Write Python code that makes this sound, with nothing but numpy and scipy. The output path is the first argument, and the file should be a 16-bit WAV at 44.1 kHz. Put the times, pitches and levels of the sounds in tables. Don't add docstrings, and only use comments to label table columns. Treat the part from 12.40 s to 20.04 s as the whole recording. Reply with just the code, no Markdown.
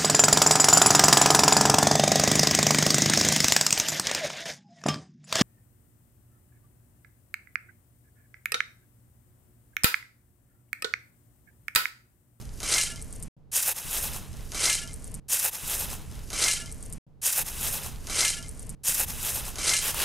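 import sys
import numpy as np
from scipy import signal
from scipy.fft import rfft, irfft, next_fast_len
from scipy.io import wavfile
from scipy.ndimage import uniform_filter1d

SR = 44100
rng = np.random.default_rng(int(sys.argv[2]) if len(sys.argv) > 2 else 0)


def gain_from_decibels(decibels):
    exponent = np.asarray(decibels, float) / 20
    return 10 ** exponent


def generate_wav(signal):
    frames = np.transpose(np.atleast_2d(signal))
    scaled = np.clip(frames, -1, 1) * 32767
    pcm = np.round(scaled).astype(np.int16)
    wavfile.write(sys.argv[1], SR, pcm)


N = 336924

DIG_SPAN = (.966, 2.083)
POUR_SPAN = (-.472, .884)
SCRAPE_SPAN = (7.33, 7.65)
# frequency in Hz, level in dB per Hz.
GRIT = [(180, -47), (300, -7.5), (527, -4.5), (643, -6.5), (896, -2.5), (2350, -11), (2630, -6),
        (4410, -11.5), (5200, -10), (11900, -7), (15800, -17.5)]
# frequency in Hz, level in dB, t60 in seconds.
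BLADE = [(910, -10.5, 0.11), (2700, -6.5, 0.026), (4000, -7, .009), (5380, -14, 0.017), (6680, -10, 0.03),
         (9080, -3, 0.0075), (10200, -6.5, 0.01), (11860, 2.5, 0.011)]


def level(x, db=0):
    return x * gain_from_decibels(db) / np.sqrt(np.mean(x ** 2))


def clock(span):
    return span[0] + np.arange(int((span[1] - span[0]) * SR)) / SR


def pair(mid, side):
    return np.array([mid + side, mid - side])


def band(x, lo, hi, order=2):
    return signal.sosfilt(signal.butter(order, [lo, hi], "band", fs=SR, output="sos"), x)


def top_cut(x, hz):
    return signal.sosfilt(signal.ellip(10, .2, 80, hz, fs=SR, output="sos"), x)


def split(x, edges_hz, sharp=14):
    n = next_fast_len(x.shape[-1], True)
    spec = rfft(x, n)
    hz = np.arange(n // 2 + 1) * SR / n
    under = [0] + [1 / (1 + (hz / e) ** sharp) for e in edges_hz] + [1]
    return [irfft(spec * (b - a), n)[..., :x.shape[-1]] for a, b in zip(under, under[1:])]


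def colour(x, table):
    n = next_fast_len(x.shape[-1] + 4096)
    n += n % 2
    hz, db = np.transpose(table)
    bins_hz = np.arange(n // 2 + 1) * SR / n
    log_gain = np.interp(np.log(bins_hz + 1), np.log(hz), db) * np.log(10) / 20
    cep = irfft(log_gain, n)
    cep[1:n // 2] *= 2
    cep[n // 2 + 1:] = 0
    return irfft(rfft(x, n) * np.exp(rfft(cep)), n)[..., :x.shape[-1]]


def clumps(n, size):
    noise = rng.standard_normal(n)
    return level(uniform_filter1d(uniform_filter1d(noise, size=size), size=size))


def swells(t, rows, bend):
    s, db, swell, ebb = (c[:, None] for c in np.transpose(rows)[:4])
    rise, fall = 1 + (t - s) / swell, 1 - (t - s) / ebb
    shape = np.clip(np.minimum(rise, fall), 0, 1) ** bend
    return (gain_from_decibels(db) * shape) ** 2 + 1e-18


def ring(x, modes):
    out = 0
    for hz, db, t60 in modes:
        r = np.exp(-np.log(1000) / (t60 * SR))
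        w = 2 * np.pi * hz / SR
        feed, poles = [np.sin(w) * np.sqrt(2 - 2 * r * r)], [1, -2 * r * np.cos(w), r * r]
        out = out + gain_from_decibels(db) * signal.lfilter(feed, poles, x)
    return out


def air(n, tone, db, alike, right_db):
    a, b = rng.standard_normal((2, n))
    alike = np.clip(alike, 0, 1)
    ports = pair(np.sqrt(1 + alike) * a, np.sqrt(1 - alike) * b) * gain_from_decibels(np.array([[0], [right_db]]))
    return level(colour(ports, tone), db)


def ticks(span, rows, t60, width, rattle_db, gain_db):
    scatter = .09
    t = np.arange(2048) / SR
    out = np.zeros((2, len(clock(span)) + len(t)))
    for (s, db, hz), (aside, *noise) in zip(rows, rng.standard_normal((len(rows), len(t) + 1))):
        push = gain_from_decibels(rattle_db) * np.array(noise) ** 3 * gain_from_decibels(-60 * t / t60)
        push[0] = 1
        ping = band(push, hz / width, min(hz * width, 14500))
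        i = int((s - span[0]) * SR)
        out[:, i:i + len(t)] += gain_from_decibels(db + gain_db) * pair(ping, scatter * aside * ping) / np.max(abs(ping))
    return out[:, :-len(t)]


def clinks(t):
    # start in seconds, peak in dB, mode in Hz, t60 in seconds.
    lumps = [(.33, -43, 2350, .1), (.335, -39, 2830, .1), (.36, -23, 2102, 0.2), (.375, -32.5, 1313, 0.12),
             (0.384, -28, 1711, 0.097), (0.404, -24.5, 2830, .08), (0.412, -26.5, 4080, 0.12),
             (0.458, -34, 2880, 0.067), (.462, -26.5, 3150, 0.05), (.43, -34.5, 2080, 0.12),
             (.25, -31.5, 2300, .05), (.413, -30.5, 7490, .07), (.415, -34, 3180, .07),
             (.44, -35.5, 4330, .07), (.47, -40, 1402, .12), (.5, -40, 3300, .06), (.497, -42, 1711, 0.21),
             (0.511, -36.5, 2840, 0.1), (0.513, -46, 1384, 0.24), (.52, -52, 655, 0.28),
             (.561, -39.5, 3132, 0.061), (.572, -45.5, 2102, 0.13)]
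    out = 0
    for s, db, hz, t60 in lumps:
        age = np.maximum(t - s, 0)
        envelope = gain_from_decibels(db - 60 * age / t60) * (1 - np.exp(-age / 0.0043))
        out = out + envelope * np.sin(2 * np.pi * hz * age)
    return pair(out, .07 * out)


def grains(n, rate, spread_db, clump_db, patch_db=0):
    patch_hz = [900, 1600, 2500, 3600, 5000, 6500, 8200, 10000, 12000]
    hit, size = rng.random(n), rng.exponential(size=n)
    sign, bed = rng.standard_normal((2, n))
    coarse = level((hit < rate / SR) * sign * gain_from_decibels(spread_db * np.minimum(size, 3.4)))
    whole = (coarse + gain_from_decibels(0.2) * bed) * gain_from_decibels(clump_db * clumps(n, size=160))
    if patch_db:
        whole = sum(b * gain_from_decibels(patch_db * clumps(n, size=300)) for b in split(whole, patch_hz, sharp=20))
    return level(whole)


def sand(span, rows, mix, bend, tone, modes, rate, spread_db, clump_db, side_db, lag_db, patch_db):
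    cross_hz = [1500, 5000, 10000]
    t = clock(span)
    mid = grains(len(t), rate, spread_db, clump_db, patch_db)
    wide = grains(len(t), rate, spread_db, clump_db)
    side = gain_from_decibels(side_db) * (level(np.gradient(wide)) + 1.2 * wide)
    side = side - gain_from_decibels(lag_db) * level(np.gradient(split(mid, [250, 750], sharp=4)[1]), -21.0)
    heap, metal, grit, fines = (level(b) for b in split(colour(pair(mid, side), tone), cross_hz))
    power = swells(t, rows, bend)
    flow = np.sqrt(power.sum(axis=0))
    depth = np.transpose(rows)[4] @ power / power.sum(axis=0)
    fines_db, metal_db, heap_db, ring_db = (a + (b - a) * depth for a, b in mix)
    direct = flow * (grit + gain_from_decibels(fines_db) * fines + gain_from_decibels(metal_db) * metal + gain_from_decibels(heap_db) * heap)
    return direct + ring(flow * gain_from_decibels(ring_db) * pair(mid, gain_from_decibels(side_db) * wide), modes)


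def scrape():
    # peak in seconds, peak in dB, swell in seconds, ebb in seconds, depth 0-1.
    strokes = [
        (7.45, -34.5, 0.051, 0.078, .2),
        (7.495, -33.5, 0.066, 0.026, .2),
        (7.515, -38.5, 0.027, 0.032, .3),
        (7.575, -36.5, 0.051, 0.068, .7),
        (7.64, -31, 0.082, .05, 0.95),
    ]
    # level in dB at depth 0, level in dB at depth 1.
    balance = [(2.5, 0), (-2.5, 1.5), (-9.5, -3), (-37.5, -18)]
    # start in seconds, peak in dB, centre in Hz.
    knock = [
        (7.5144, -27, 5010),
        (7.5443, -25, 950),
        (7.5446, -13, 11500),
        (7.5447, -22, 8500),
    ]
    drag = sand(SCRAPE_SPAN, strokes, balance, 0.98, GRIT, BLADE, rate=6100, spread_db=-3.0,
                clump_db=1.2, side_db=-20.5, lag_db=-11.5, patch_db=-0.7)
    hard = ticks(SCRAPE_SPAN, knock, t60=.007, width=1.4, rattle_db=-11, gain_db=-1.0)
    return top_cut(drag + hard, hz=15800)


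def dig():
    # peak in seconds, peak in dB, swell in seconds, ebb in seconds, depth 0-1.
    thrust = [
        (1.122, -40.5, 0.0077, .03, 0),
        (1.17, -26, .052, .075, 0.25),
        (1.229, -30.5, .003, 0.03, 0.21),
        (1.25, -34.5, .04, 0.049, 0.41),
        (1.293, -29.5, 0.053, 0.046, 0.89),
    ]
    heave = [
        (1.384, -39.5, 0.053, 0.042, 0.24),
        (1.441, -44, .09, 0.11, 0.47),
        (1.569, -33, .13, 0.08, 0.28),
        (1.638, -34, .03, 0.081, 0.29),
        (1.764, -42.5, 0.23, 0.059, 0.56),
        (1.82, -55.5, .06, 0.1, 0.91),
        (2.0, -59.5, 0.15, 0.2, 1),
    ]
    # level in dB at depth 0, level in dB at depth 1.
    thrust_mix = [(-3, 3.5), (-12, -5), (-22.5, -9), (-25.5, -6)]
    lift_mix = [(1, -1.5), (-9, 2), (-14, 1.5), (-12, -14)]
    # start in seconds, peak in dB, centre in Hz.
    crunch = [(1.1347, -14, 9020), (1.1648, -11, 12300), (1.1698, -11, 9410), (1.226, -10, 12000),
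              (1.2308, -12, 10500), (1.2348, -14, 10500), (1.2454, -16, 8820), (1.2618, -14, 11600),
              (1.2769, -10, 11700), (1.2828, -8, 12300), (1.2918, -12, 11800), (1.3228, -17, 12500),
              (1.3662, -20, 11500), (1.3858, -20, 8480), (1.4176, -24, 12200), (1.5109, -17, 9960),
              (1.6276, -16, 8780), (1.6308, -18, 9940), (1.6618, -20, 8650), (1.734, -24, 8560),
              (1.7618, -24, 9860), (1.7718, -22, 11800)]
    strays = [
        (1.9199, -51, 13100),
        (2.0152, -52, 13100),
        (2.0362, -48, 13000),
        (2.0498, -50, 12900),
        (2.0711, -60, 12800),
    ]
    # frequency in Hz, level in dB per Hz.
    still = [(8.8, -26), (15, 6.5), (28, -12), (49, -17), (95, -5), (110, -8.5), (131, -10), (393, -26.5),
             (1020, -39), (1570, -48.5), (15000, -65)]
    cut = sand(DIG_SPAN, thrust, thrust_mix, 0.89, GRIT, BLADE, rate=6000, spread_db=-0.5,
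               clump_db=1.05, side_db=-27, lag_db=-1.5, patch_db=2.0)
    lift = sand(DIG_SPAN, heave, lift_mix, 1.034, GRIT, BLADE, rate=6000, spread_db=3.0,
                clump_db=0.3, side_db=-26.5, lag_db=-6.5, patch_db=1.8)
    hard = ticks(DIG_SPAN, crunch, t60=.008, width=1.5, rattle_db=-19, gain_db=-1.5)
    crumbs = ticks(DIG_SPAN, strays, t60=.006, width=1.1, rattle_db=-22.5, gain_db=-6)
    rest = air(hard.shape[1], still, -51.5, alike=0.49, right_db=0.0)
    return top_cut(cut + lift + hard + crumbs + rest, hz=15600)


def pour():
    # peak in seconds, peak in dB, swell in seconds, ebb in seconds, depth 0-1.
    falls = [
        (.208, -47.5, .006, 0.059, 0),
        (.233, -38.5, 0.0049, 0.077, 0.07),
        (.344, -26.5, 0.12, 0.085, 0.54),
        (.385, -27, 0.036, 0.038, 0.67),
        (.415, -27.5, 0.027, 0.079, 0.97),
        (.47, -38.5, 0.058, 0.11, 0.79),
        (.559, -47.5, 0.0034, 0.084, 1),
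    ]
    # level in dB at depth 0, level in dB at depth 1.
    balance = [(-3, -11.5), (0, -6.5), (1.5, -24.5), (-3.5, -18.5)]
    # peak in seconds, peak in dB, swell in seconds, ebb in seconds.
    trickle = [
        (.01, -58.5, .3, 0.24),
        (.2, -51.5, 0.12, .45),
        (.645, -53, 0.022, .09),
        (.76, -53, 0.11, 0.041),
        (.828, -55, .008, 0.052),
    ]
    # start in seconds, peak in dB, centre in Hz.
    early = [(0.0138, -33, 5540), (0.0228, -36, 5590), (0.0537, -35, 7300), (0.0921, -38, 4810),
             (0.149, -42, 6860), (0.1749, -40, 7250), (0.1899, -37, 5700), (0.2028, -23, 6720),
             (0.2303, -22, 4570), (0.3398, -9, 4940), (0.3878, -11, 7320), (0.4119, -12, 7490),
             (0.4688, -22, 6380), (0.559, -24, 8000), (0.595, -30, 5480)]
    strays = [(0.6158, -30, 8890), (0.624, -24, 9110), (0.6443, -37, 9190), (0.6808, -40, 9110),
              (0.6958, -44, 9120), (0.7063, -39, 8840), (0.7271, -27, 8720), (0.7358, -35, 8650),
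              (0.7548, -35, 9420), (0.7606, -33, 8540), (0.7825, -40, 10200), (0.796, -39, 9680),
              (0.8008, -33, 9510), (0.8259, -22, 9530), (0.8318, -26, 9100), (0.8358, -29, 8870),
              (0.8588, -41, 9660)]
    # frequency in Hz, level in dB, t60 in seconds.
    tin = [(655, -25, 0.12), (1370, -25, 0.83), (1711, -11.5, 0.12), (2102, -8, 0.035), (2387, -10, 0.0417),
           (2830, -11, 0.24), (3132, -3, 0.043), (4080, -7, 0.13), (5170, -5.5, 0.016),
           (6020, -3.5, 0.0072), (6520, -9.5, 0.026), (6560, -5.5, .04), (7240, -18.5, 0.028),
           (9500, -11.5, 0.014)]
    rim = [(8300, -16, 0.019), (9000, -11, 0.021), (9700, -12, .014)]
    # frequency in Hz, level in dB per Hz.
    fall_tone = [(180, -44.5), (300, -4.5), (529, -6), (1040, -10.5), (1340, -4.5), (1870, -12), (2090, 2),
                 (2600, -4.5), (9190, -1.5), (13000, -18.5)]
    wind_tone = [(8.8, -39), (15, 5), (70, -1.5), (166, -8), (267, -17.5), (385, -37), (438, -17.5),
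                 (480, -28.5), (1200, -47.5), (1560, -84.5), (2640, -120)]
    dust_tone = [(150, -30.5), (250, -5.5), (1010, -18), (1930, -20), (3180, -23), (3520, -27.5),
                 (6290, -22.5), (9540, -23), (11500, -27.5), (13300, -45.5)]
    t = clock(POUR_SPAN)
    stream = sand(POUR_SPAN, falls, balance, 1.165, fall_tone, tin, rate=4400, spread_db=2.0,
                  clump_db=-1.35, side_db=-23.5, lag_db=-2, patch_db=1.5)
    thin = band(grains(len(t), rate=2500, spread_db=2, clump_db=2), 5000, 12000)
    gust_db = 1.5 * clumps(len(t), size=2500)
    wind = air(len(t), wind_tone, -39.5, alike=0.41, right_db=3) * gain_from_decibels(gust_db)
    hard = ticks(POUR_SPAN, early, t60=.011, width=2.1, rattle_db=-13, gain_db=0)
    hard = hard + gain_from_decibels(-14) * ring(hard, tin)
    late = ticks(POUR_SPAN, strays, t60=.014, width=1.28, rattle_db=-22, gain_db=-1)
    hard = hard + late + ring(late, rim)
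    hard = band(hard, 1900, 11500, order=1)
    quiet = level(thin) * np.sqrt(swells(t, trickle, bend=1.2).sum(axis=0))
    quiet = quiet + wind + air(len(t), dust_tone, -54, alike=0.84, right_db=-1.3)
    return top_cut(stream + hard + clinks(t), hz=12750) + top_cut(quiet, hz=13350)


def add(out, part, start):
    cut_s = .003
    i = int(round(start * SR))
    lo, hi = max(i, 0), min(i + part.shape[1], N)
    part = part * np.minimum(np.arange(part.shape[1])[::-1] / (cut_s * SR), 1)
    out[:, lo:hi] += part[:, lo - i:hi - i]


def scene():
    dig_shifts = [-2.0483, 0, 1.7674, 3.7000, 5.3188]
    pour_shifts = [0, 1.9161, 3.7001, 5.4675, 6.9541]
    out = np.zeros((2, N))
    parts = [(dig(), DIG_SPAN, dig_shifts), (pour(), POUR_SPAN, pour_shifts), (scrape(), SCRAPE_SPAN, [0])]
    for part, span, shifts in parts:
        for shift in shifts:
            add(out, part, span[0] + shift)
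    return out


def roll_off(x):
    return signal.sosfilt(signal.butter(12, 16460, fs=SR, output="sos"), x)


def record(dry):
    def power(x):
        return uniform_filter1d(np.sum(x ** 2, axis=0), size=1024)

    bass, body, top = split(dry, [3000, 13600], sharp=60)
    shut = power(top) < power(body) * gain_from_decibels(2 * -30)
    mix = dry - top * uniform_filter1d(1. * shut, size=256)
    return roll_off(mix)


dry = scene()
out = record(dry)
generate_wav(out)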